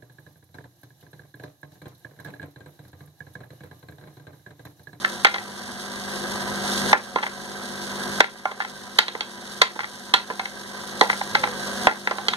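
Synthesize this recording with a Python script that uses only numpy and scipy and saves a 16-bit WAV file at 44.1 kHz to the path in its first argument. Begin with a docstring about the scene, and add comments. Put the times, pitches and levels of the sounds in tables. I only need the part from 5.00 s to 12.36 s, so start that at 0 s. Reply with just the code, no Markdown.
"""A mains-driven bowl feeder hums in a small workshop: harmonics of the mains, resonances struck by hops.
Steel pins jittering along its spiral track add a bright sizzle, as filtered random impulses.
Now and then a pin slides out of the delivery tube, knocks hard and bounces: damped modes plus noise.
A low rumble lies beneath, and one faint whine sags in pitch.
Loud knocks overload the recorder, whose gain control ducks and then lets the buzz swell back."""
import sys
import numpy as np
from scipy import signal
from scipy.fft import rfft, irfft
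from scipy.io import wavfile
from scipy.ndimage import uniform_filter1d, minimum_filter1d

SR = 44100
rng = np.random.default_rng(int(sys.argv[2]) if len(sys.argv) > 2 else 0)


def to_wav(s):
    """Save 16-bit WAV."""
    ch = np.atleast_2d(s).T  # columns
    pcm = np.round(np.clip(ch, -1, 1) * 32767)  # PCM
    wavfile.write(sys.argv[1], SR, pcm.astype(np.int16))


N = 324576
T = np.arange(N) / SR
FREQS = np.maximum(np.fft.rfftfreq(N, 1 / SR), 1)
MAINS_HZ = 50.03


def from_db(db):
    """Logarithmic level: decibels to amplitude gain."""
    return 10 ** (np.asarray(db) / 20)


def rms_one(x):
    """Normalisation: scale to a root mean square of 1."""
    return x / np.sqrt(np.mean(x ** 2) + 1e-20)


def at_hz(points, hz):
    """Spectral envelope: read a table on a log-frequency axis."""
    f, value = np.transpose(points)
    return np.interp(np.log(hz), np.log(f), value)


def drift(rate_hz):
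    """Low-passed noise: slow random variation with spread 1."""
    coarse_t = T[::40]
    hz = np.fft.rfftfreq(len(coarse_t), coarse_t[1])
    spectrum = rfft(rng.standard_normal(len(coarse_t)))
    slow = irfft(spectrum / (1 + (hz / rate_hz) ** 2), len(coarse_t))
    return np.interp(T, coarse_t, rms_one(slow))


def filtered(x, colour):
    """Linear filtering: weight the spectrum by an envelope in dB."""
    return irfft(rfft(x) * from_db(at_hz(colour, FREQS)), N)


def rumble(low_hz, high_hz):
    """Band-limited noise: a low, slightly unsteady rumble, different at each port."""
    rumble_db = -41.5
    band = signal.butter(2, [low_hz, high_hz], "band", fs=SR, output="sos")
    noise = rms_one(signal.sosfilt(band, rng.standard_normal((2, N))))
    return noise * from_db(rumble_db + 2.0 * drift(5.7))


def whine(start_s, end_s, from_hz, to_hz, peak_db, rough_db):
    """Frequency modulation: a faint tone sags in pitch, roughened by random pitch and level."""
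    along = np.clip((T - start_s) / (end_s - start_s), 0, 1)
    hz = to_hz + (from_hz - to_hz) * (1 - along) ** 2
    hz = hz * (1 + 0.02 * drift(62))
    level = from_db(peak_db + rough_db * drift(60))
    fade = np.sqrt(np.abs(np.sin(np.pi * along)))
    return level * fade * np.sin(2 * np.pi * np.cumsum(hz) / SR)


# decay of the workshop's reverberation: (f/Hz, t60/s)
ROOM_T60 = [(200, 0.25), (800, 0.2), (2000, 0.089), (4000, 0.26), (8000, 0.15), (14000, 0.2)]


def workshop(x, build_s):
    """Reverberation: diffuse reflections, different at each port, decay exponentially band by band."""
    t, tail = T[:SR // 2], 0
    edges = np.geomspace(100, 16000, 9)
    for low, high in zip(edges, edges[1:]):
        bandpass = signal.butter(2, [low, high], "band", fs=SR, output="sos")
        band = signal.sosfilt(bandpass, rng.standard_normal((2, len(t))))
        t60 = at_hz(ROOM_T60, np.sqrt(low * high))
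        tail = tail + band * np.exp(-np.log(1000) * t / t60)
    build_up = 1 - np.exp(-(t / build_s) ** 2)
    tail = rms_one(tail * build_up) / np.sqrt(len(t))
    return signal.fftconvolve(x[None], tail, axes=1)[:, :N]


def at_ports(x, balance, phase):
    """Interaural-type differences: one sound has another level and phase at each microphone port."""
    half = from_db(at_hz(balance, FREQS) / 2) * np.exp(.5j * at_hz(phase, FREQS))
    return irfft(rfft(x) * np.array([half, 1 / half]), N)


def ring(clicks, hz, t60):
    """Damped resonance: a two-pole mode, silent far below its pitch."""
    r, w = from_db(-60 / (t60 * SR)), 2 * np.pi * hz / SR
    return signal.lfilter([1, 0, -1], [1, -2 * r * np.cos(w), r * r], clicks)


# envelope of the short-lived overtones of a landing: (f/Hz, density level/dB per Hz)
CLACK = [(60, -34), (200, -7), (500, 0), (1000, -3), (2000, 2.5), (2450, -14.5), (3300, -4), (4200, -5.5),
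         (4900, -16.5), (6300, -12.5), (7500, -13.5), (11000, -24.5)]
CLACK_DB, CLACK_T60_S = -8, 0.026  # level relative to the ringing modes


def clack(force, colour):
    """High modal density: overtones too dense to tell apart, a short noise burst for each touch."""
    t = T[:len(force)]
    energy_decay = np.exp(-2 * np.log(1000) * t / CLACK_T60_S)
    energy = signal.fftconvolve(force ** 2, energy_decay)[:len(t)]
    fading = np.sqrt(np.maximum(energy, 0))
    hz = np.linspace(0, SR / 2, 257)
    audible_hz = np.maximum(hz, 1)
    gains = from_db(at_hz(CLACK, audible_hz) + at_hz(colour, audible_hz))
    # minimum phase takes the square root of the response, hence the squared gains
    shape = signal.minimum_phase(signal.firwin2(255, hz, gains ** 2, fs=SR), n_fft=4096)
    return rms_one(signal.lfilter(shape, 1, fading * rng.standard_normal(len(t))))


# modes that a landing pin sets ringing: (f/Hz, relative level/dB, t60/s)
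KNOCK_MODES = [(202, -32, 0.01), (322, -5, 0.018), (422, -1, 0.014), (491, 5.5, 0.029), (550, -3, 0.015),
               (670, -27, 0.021), (775, -4, 0.057), (845, -2.5, 0.033), (916, -13.5, 0.082),
               (1010, 0.5, 0.032), (1150, -17.5, 0.056), (1208, -4.5, 0.011), (1374, -1.5, 0.11),
               (1552, -0.5, 0.026), (1725, -1.5, 0.086), (1920, 1, 0.022), (2034, 4, 0.014),
               (2250, -9.5, 0.013), (2360, -20, 0.0044), (2660, -6, 0.045), (3080, -2, 0.0022),
               (3235, 0.5, 0.022), (3565, -6, 0.024), (3850, -4.5, 0.026), (4276, -2.5, 0.016),
               (5400, -25, 0.004), (6970, -21.5, 0.004), (8260, -31, 0.0023)]
FAVOUR_DB, FAVOUR_OCTAVES = 6, 0.11  # boost of modes near the struck spot's pitches
CHATTER_S, CHATTER_STRENGTH = 0.0021, 0.29  # strengths relative to a strike of 1
SETTLE_DB, SETTLE_S, BOUNCE_SPREAD_DB = -23, 0.033, 5.5


def knock(level_db, scrape_s, colour, favoured):
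    """Modal excitation: a pin scrapes, strikes, chatters and settles; returns lead samples and sound."""
    lead = SR // 200
    t, out = np.arange(-lead, SR // 10) / SR, 0
    chatter = rng.integers(0, 4 * lead, size=120)
    bounces = rng.integers(lead, len(t), size=90)
    scrape = np.maximum(1 + t / max(scrape_s, 1e-4), 0)
    swell = np.where(t < 0, scrape, np.exp(-np.abs(t) / CHATTER_S))
    uneven_db = BOUNCE_SPREAD_DB * rng.uniform(-0.7, 1, len(bounces))
    settling = from_db(SETTLE_DB + uneven_db) * np.exp(-t[bounces] / SETTLE_S)
    touches = np.r_[chatter, bounces]
    strengths = np.r_[CHATTER_STRENGTH * swell[chatter], settling]

    hz, db, t60 = np.transpose(KNOCK_MODES)
    hz = hz * np.exp(0.022 * rng.standard_normal(len(hz)))
    for pitch in favoured:
        # the nearest mode rings at the pitch of the spot that is struck
        hz[np.argmin(np.abs(hz - pitch))] = pitch
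    nearness = sum(np.exp(-(np.log2(hz / pitch) / FAVOUR_OCTAVES) ** 2) for pitch in favoured)
    mode_db = db + at_hz(colour, hz) + FAVOUR_DB * nearness
    gains = from_db(mode_db) * rng.choice([-1, 1], len(hz))
    for pitch, gain, decay_s in zip(hz, gains, t60):
        # every touch meets the mode at another point of its shape
        signs = np.sign(rng.random(len(touches)) - .5)
        force = np.bincount(touches, strengths * signs, len(t))
        force[lead] += 1
        out = out + gain * rms_one(ring(force + 1e-18, pitch, decay_s))
    # the clack takes the last mode's force
    out = rms_one(out) + from_db(CLACK_DB) * clack(force, colour)
    # so small a striker radiates no bass, and the contact time dulls the very top
    out = signal.sosfilt(signal.butter(2, [170, 6000], "band", fs=SR, output="sos"), out)
    strike_rms = np.sqrt(np.mean(out[(t >= 0) & (t < .008)] ** 2))
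    return lead, from_db(level_db) * out / strike_rms


# pins landing and bouncing; colours are relative to the middle modes: (t/s, level of first 8 ms/dB,
# scrape rise before the strike/s, body level/dB, low ring f/Hz, low ring level/dB, clang f/Hz,
# high ring level/dB)
KNOCKS = [(0.0484, -3, 0.0055, -28, 1176, -13, 1730, -7.5), (0.248, 5, 0.0014, -12, 793, 0.5, 1984, -2),
          (0.2538, 1, 0.00056, -24, 795, -24, 2090, -4), (0.271, -7, 0.017, -12, 836, -9, 1930, -5),
          (0.344, -9.5, 0.0043, -17, 813, 0, 2050, -1), (0.362, -14, 0.0065, -22, 850, 2, 1970, -6),
          (0.384, -15, 0.0039, -23, 820, -3, 1970, -6), (1.931, 7, 0.0016, -7.5, 848, -1, 1870, -20),
          (2.1589, -1, 0.0002, 0.5, 1020, 6.5, 1400, -4.5), (2.1867, -11.5, 0.0059, -12, 895, 5, 1940, -12),
          (2.23, -10.5, 0.0063, -12, 890, -6, 1680, -3), (2.2347, -11.5, 0, -18, 900, 4, 2010, -6),
          (2.239, -15, 0.0023, -12, 890, 2, 2020, -9), (2.268, -16, 0.022, -14, 900, -1, 1990, -11),
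          (3.2062, 12, 0.0032, -8, 996, -3.5, 1900, -2.5), (3.243, -5, 0.0015, -16, 905, -5, 1760, -6),
          (3.455, 1.5, 0.0021, -14.5, 755, 3.5, 1399, -23), (3.517, -13, 0.0083, 0, 920, 10, 1950, -4),
          (3.603, -3, 0.0018, -27, 813, -8, 1754, -18), (3.612, -11.5, 0.0063, -19, 1140, -11, 1870, -6),
          (3.622, -13, 0.0019, -16, 1010, -4, 1840, -4), (3.65, -12.5, 0.0042, -19, 900, 0, 1940, -3.5),
          (3.988, 9.5, 0.003, -16, 870, -4, 1930, 6.5), (4.082, -7.5, 0, -6, 1020, -1, 1940, 11),
          (4.152, -10, 0.0038, 4, 900, 9, 1950, -4), (4.208, -5, 0.000005, -10.5, 855, -2.5, 2330, 7),
          (4.6189, 10, 0.0043, -10, 1010, -1.5, 1980, 5.5), (4.762, -17, 0.0076, 4, 855, 5.5, 1950, -16),
          (4.792, -5.5, 0, -21, 806, -0.5, 2010, -12), (4.8065, -11, 0.0077, -8, 850, -8, 1950, -7),
          (4.8353, -16, 0.012, -20, 850, -4, 1980, -6), (4.844, -9, 0.00025, -24, 850, -5, 1980, -11),
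          (5.1396, 7.5, 0.0025, -16, 988, -3.5, 2190, 5.5), (5.302, -10, 0.0026, 1, 1010, 2.5, 1750, -24),
          (5.308, -13.5, 0.0021, 2, 1010, 10, 1740, -20), (5.397, -8, 0.0045, -13, 775, 2.5, 2080, -4),
          (5.456, -11.5, 0.00047, -15, 850, -4, 2107, -1.5), (6.0111, 1, 0, 0, 775, 6, 1921, 1.5),
          (6.015, -4.5, 0, 4.5, 925, 6, 1950, -11), (6.022, -6.5, 0, -9, 846, 9, 1950, -17),
          (6.1004, -3.5, 0.006, -11, 796, -1, 1959, -11.5), (6.13, -14, 0.003, -21, 830, -2, 2000, -20),
          (6.2144, -11.5, 0.01, -10.5, 810, 8, 1850, -10), (6.352, -2.5, 0.0057, -14, 850, 0.5, 2034, 0),
          (6.439, -8.5, 0.0059, -17, 845, 4, 2118, -6), (6.474, -18.5, 0.00091, -5, 845, 7, 2000, -16),
          (6.871, 6, 0.0016, -3, 775, 1.5, 1950, -10), (7.074, -2.5, 0.003, -11.5, 845, -3, 1921, -10),
          (7.111, -7.5, 0.00075, 2.5, 845, 10, 1920, -6), (7.116, -11, 0.0021, -11, 845, 12, 1930, -12),
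          (7.185, -13, 0.0029, 0, 850, 15, 1920, -6), (7.2844, -2, 0.0015, -9.5, 820, -5.5, 1980, 8.5),
          (7.3362, -10, 0.006, -16, 846, -3, 1960, 4)]
# left minus right level of the knocks: (f/Hz, level/dB)
KNOCK_BALANCE = [(250, -12), (500, -6.5), (850, -9), (1400, -1.5), (2000, 5), (4000, -7.5), (10000, 5)]
# phase by which the left port leads: (f/Hz, phase/rad)
KNOCK_PHASE = [(120, .6), (350, 0), (1150, 0), (1900, -2.7), (2600, -3.3), (3400, -6), (3900, -6.8),
               (4800, -9.2), (5300, -9.8), (6100, -12.4), (7500, -15.7), (9000, -18.8)]


def knocks():
    """Superposition: all the landings add up, with the room's reverberation."""
    out = np.zeros(N + SR)
    for s, level_db, scrape_s, body_db, low_hz, low_db, clang_hz, high_db in KNOCKS:
        colour = [(550, body_db), (750, low_db), (1050, low_db), (1400, 0), (2400, 0), (3100, high_db)]
        lead, one = knock(level_db, scrape_s, colour, favoured=(low_hz, clang_hz))
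        start = round(s * SR) - lead
        out[start:start + len(one)] += one
    out = out[:N]
    return at_ports(out, KNOCK_BALANCE, KNOCK_PHASE) + from_db(-13.0) * workshop(out, build_s=0.00019)


def hops(per_s, size_db, sway, throw, flicker_db):
    """Modulated shot noise: two crowds of pins hop, most often on each throw of the bowl.

    The throws come twice a mains cycle, one the stronger."""
    cycle = 2 * np.pi * MAINS_HZ * T
    rate = per_s * np.exp(sway * np.cos(cycle) + throw * np.cos(2 * cycle))
    spread_db = size_db * np.minimum(rng.exponential(1, (2, N)), 4)
    sizes = from_db(spread_db + flicker_db * drift(37))
    return (rng.random((2, N)) < rate / SR) * sizes * rng.choice([-1, 1], (2, N))


# pins crowd together or thin out, and the sizzle follows: (start t/s, length t/s, level change/dB)
FLURRIES = [(0.787, 0.051, 2.5), (1.37, 0.27, -2), (1.646, 0.16, 2), (4.4, 0.18, 1), (4.757, 0.35, 2.5),
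            (5.59, 0.4, -0.5), (6.018, 0.23, 3.5), (6.492, 0.24, -1)]
FLURRY_EDGE_S = 0.014


def flurries():
    """Amplitude envelope: changes of sizzle level in dB, each with sloping edges and a hold."""
    total_db = 0
    for s, length, db in FLURRIES:
        inside_s = np.minimum(T - s, s + length - T)
        total_db = total_db + db * np.clip(inside_s / FLURRY_EDGE_S + .5, 0, 1)
    return total_db


# colour of pins ticking on each other: (f/Hz, density level/dB per Hz)
SIZZLE = [(1200, -10), (2450, -12), (3100, -1.5), (3900, 2.5), (4700, -1), (6300, -2.5), (7400, -8.5),
          (8900, -5), (10500, -9.5), (13000, -16.5), (15000, -24), (16000, -43)]


def sizzle():
    """Impulse excitation: the pins' own bright ticks, as coloured shot noise."""
    ticks = hops(per_s=3500, size_db=1.5, sway=0.24, throw=0.33, flicker_db=1.5)
    return rms_one(filtered(ticks, SIZZLE))


# broad colour of the rattling bowl: (f/Hz, density level/dB per Hz)
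RATTLE = [(25, -38), (45, -24), (110, -8), (220, 0), (300, -3), (450, 4.5), (800, 2), (1300, 1.5),
          (1950, 5), (2450, -9.5), (3200, -6), (6000, -53)]
# bowl resonances: (f/Hz, width/Hz, level above the broad rattle/dB)
BOWL = [(65, 3.7, 2), (233.2, 3.9, 14.5), (244.6, 16.5, 9), (357, 20, 9.5), (516, 6.1, 9), (735, 24, 8.5),
        (987, 21, 10.5), (1177, 24, 5), (1288, 10, 7.5), (1555, 37, 9), (1617, 17, 6.5)]


def rattle():
    """Forced resonance: the hopping pins make the bowl ring in its modes."""
    impacts = hops(per_s=2200, size_db=2.0, sway=.15, throw=.15, flicker_db=1.0)
    drive = rfft(impacts) * from_db(at_hz(RATTLE, FREQS))
    out = irfft(drive, N)
    for hz, width, db in BOWL:
        # each resonance swells and fades as the pins wander over its nodes
        resonance = irfft(drive / (1 + 2j * (FREQS - hz) / width), N)
        out = out + resonance * (from_db(db) - 1) * from_db(2.0 * drift(5.8))
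    return rms_one(out)


# magnet hum: (multiple of the mains, relative level/dB)
HUM = [(1, -12), (2, -15.5), (3, -12.5), (4, 1), (5, -8.5), (7, -7), (8, -7), (10, -19), (11, -6),
       (13, -18), (21, -11.5)]
# course of the hum's level about its reference: (t/s, level/dB)
HUM_LEVEL = [(0, -1.5), (0.7, -1), (1.25, 0.5), (1.7, -1), (2.5, -0.5), (3.1, 1), (3.4, 0.5), (4.2, -2),
             (5.4, -1.5), (7.1, -1)]


def hum(reference_db, waver_db, wander_rad):
    """Harmonic synthesis: the magnet shakes the bowl at mains multiples; the shifting load wavers each."""
    total = 0
    for k, db in HUM:
        level = np.sqrt(2) * from_db(db + waver_db * drift(1.7))
        phase = 2 * np.pi * (round(k) * MAINS_HZ * T + rng.random()) + wander_rad * drift(0.91)
        total = total + level * np.sin(phase)
    return from_db(reference_db + np.interp(T, *np.transpose(HUM_LEVEL))) * total


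# the feeder and its reflections at the two ports:
# (f/Hz, likeness 0-1, phase by which the left leads/rad, left minus right level/dB)
FEEDER_PORTS = [(60, 0.654, -2.49, -3.1), (200, 0.926, -0.04, 0.4), (350, 0.903, -0.58, 7.1),
                (480, 0.344, -0.76, 3.3), (720, 0.949, 0.12, -1.9), (850, 0.813, 0.25, -0.8),
                (1050, 0.963, -0.03, -0.4), (1350, 0.803, -0.02, -3.0), (1600, 0.537, 0.56, -5.6),
                (1850, 0.681, 3.56, -1.5), (2150, 0.885, 3.16, -0.4), (2450, 0.997, 3.14, 0.0),
                (2750, 0.796, 3.32, -0.9), (3050, 0.323, 4.94, 0.9), (3400, 0.643, 6.43, -0.6),
                (3800, 0.812, 6.01, -2.8), (4400, 0.037, 5.28, 0.4), (4700, 0.676, 2.36, -2.4),
                (5050, 0.807, 2.77, -0.5), (5700, 0.188, 2.1, -2.6), (6300, 0.75, -0.41, -2.2),
                (6850, 0.232, -0.04, -1.6), (7550, 0.773, 3.0, -0.1), (8150, 0.17, 3.68, 1.2),
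                (8750, 0.723, 5.5, 2.2), (9700, 0.388, 7.69, 0.5), (10500, 0.625, 9.31, -0.6),
                (11100, 0.339, 11.21, 0.3), (11700, 0.775, 12.51, -0.4), (12350, 0.25, 14.29, -1.5),
                (12950, 0.803, 15.64, -0.5), (13500, 0.149, 16.75, -2.1), (14050, 0.688, 18.83, -0.9),
                (14700, 0.173, 19.36, -2.8), (15200, 0.567, 21.94, -2.0)]


def spread(pair):
    """Partial coherence: two sounds from all round the bowl reach the ports partly alike."""
    hz, *columns = np.transpose(FEEDER_PORTS)
    likeness, phase, balance = (np.interp(FREQS, hz, column) for column in columns)
    shared, apart = rfft(pair) * np.sqrt([1 + likeness, 1 - likeness]) / np.sqrt(2)
    half = from_db(balance / 2) * np.exp(.5j * phase)
    return irfft(np.array([(shared + apart) * half, (shared - apart) / half]), N)


def feeder():
    """Forced vibration: hum, the bowl ringing under the hopping pins, and their bright sizzle."""
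    hum_db, rattle_db, sizzle_db = -34.5, -26.5, -29  # references, before drift and port differences
    pins = from_db(rattle_db) * rattle() + from_db(sizzle_db + flurries()) * sizzle()
    pins = pins * from_db(0.27 * drift(38))  # pins jostle each other
    drone = hum(hum_db, waver_db=1.1, wander_rad=0.11)
    return spread(pins + [drone, np.zeros(N)])


def scene():
    """Superposition: rumble, a brief whine, falling pins and the feeder."""
    tone = whine(start_s=6.34, end_s=6.55, from_hz=610, to_hz=480, peak_db=-27.0, rough_db=-2.5)
    return rumble(low_hz=73, high_hz=230) + tone + knocks() + feeder()


def gain_control(x, limit_db, start_db, hold_s, release_db_per_s, attack_s):
    """Dynamic compression: level above the limit soon pulls the gain down; it holds, then creeps back."""
    window, hold = SR // 125, 2 * int(hold_s * SR / 2) + 1
    power = uniform_filter1d(np.mean(x ** 2, axis=0), window)
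    excess = np.maximum(10 * np.log10(np.maximum(power, 1e-12)) - limit_db, 0)
    excess = np.where(T == 0, start_db, excess)  # the gain starts out pulled down
    held = -minimum_filter1d(-excess, hold, origin=hold // 2, mode="nearest")
    release = release_db_per_s * T
    cut_db = np.maximum.accumulate(held + release) - release
    r = np.exp(-1 / (attack_s * SR))
    smooth_db = signal.lfilter([1 - r], [1, -r], cut_db, zi=[r * start_db])[0]
    return x * from_db(-smooth_db)


def record(dry):
    """Compression, clipping and low-pass filtering: gain control, overload, a steep top cut."""
    x = gain_control(dry, limit_db=-7.0, start_db=10.5, hold_s=0.19, release_db_per_s=9.5, attack_s=0.0025)
    x = np.clip(x, -1, 1)  # overload on what slips past the gain control
    cutoff_hz = 15600
    return signal.sosfilt(signal.ellip(14, .1, 90, cutoff_hz, fs=SR, output="sos"), x)


dry = scene()
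out = record(dry)
to_wav(out)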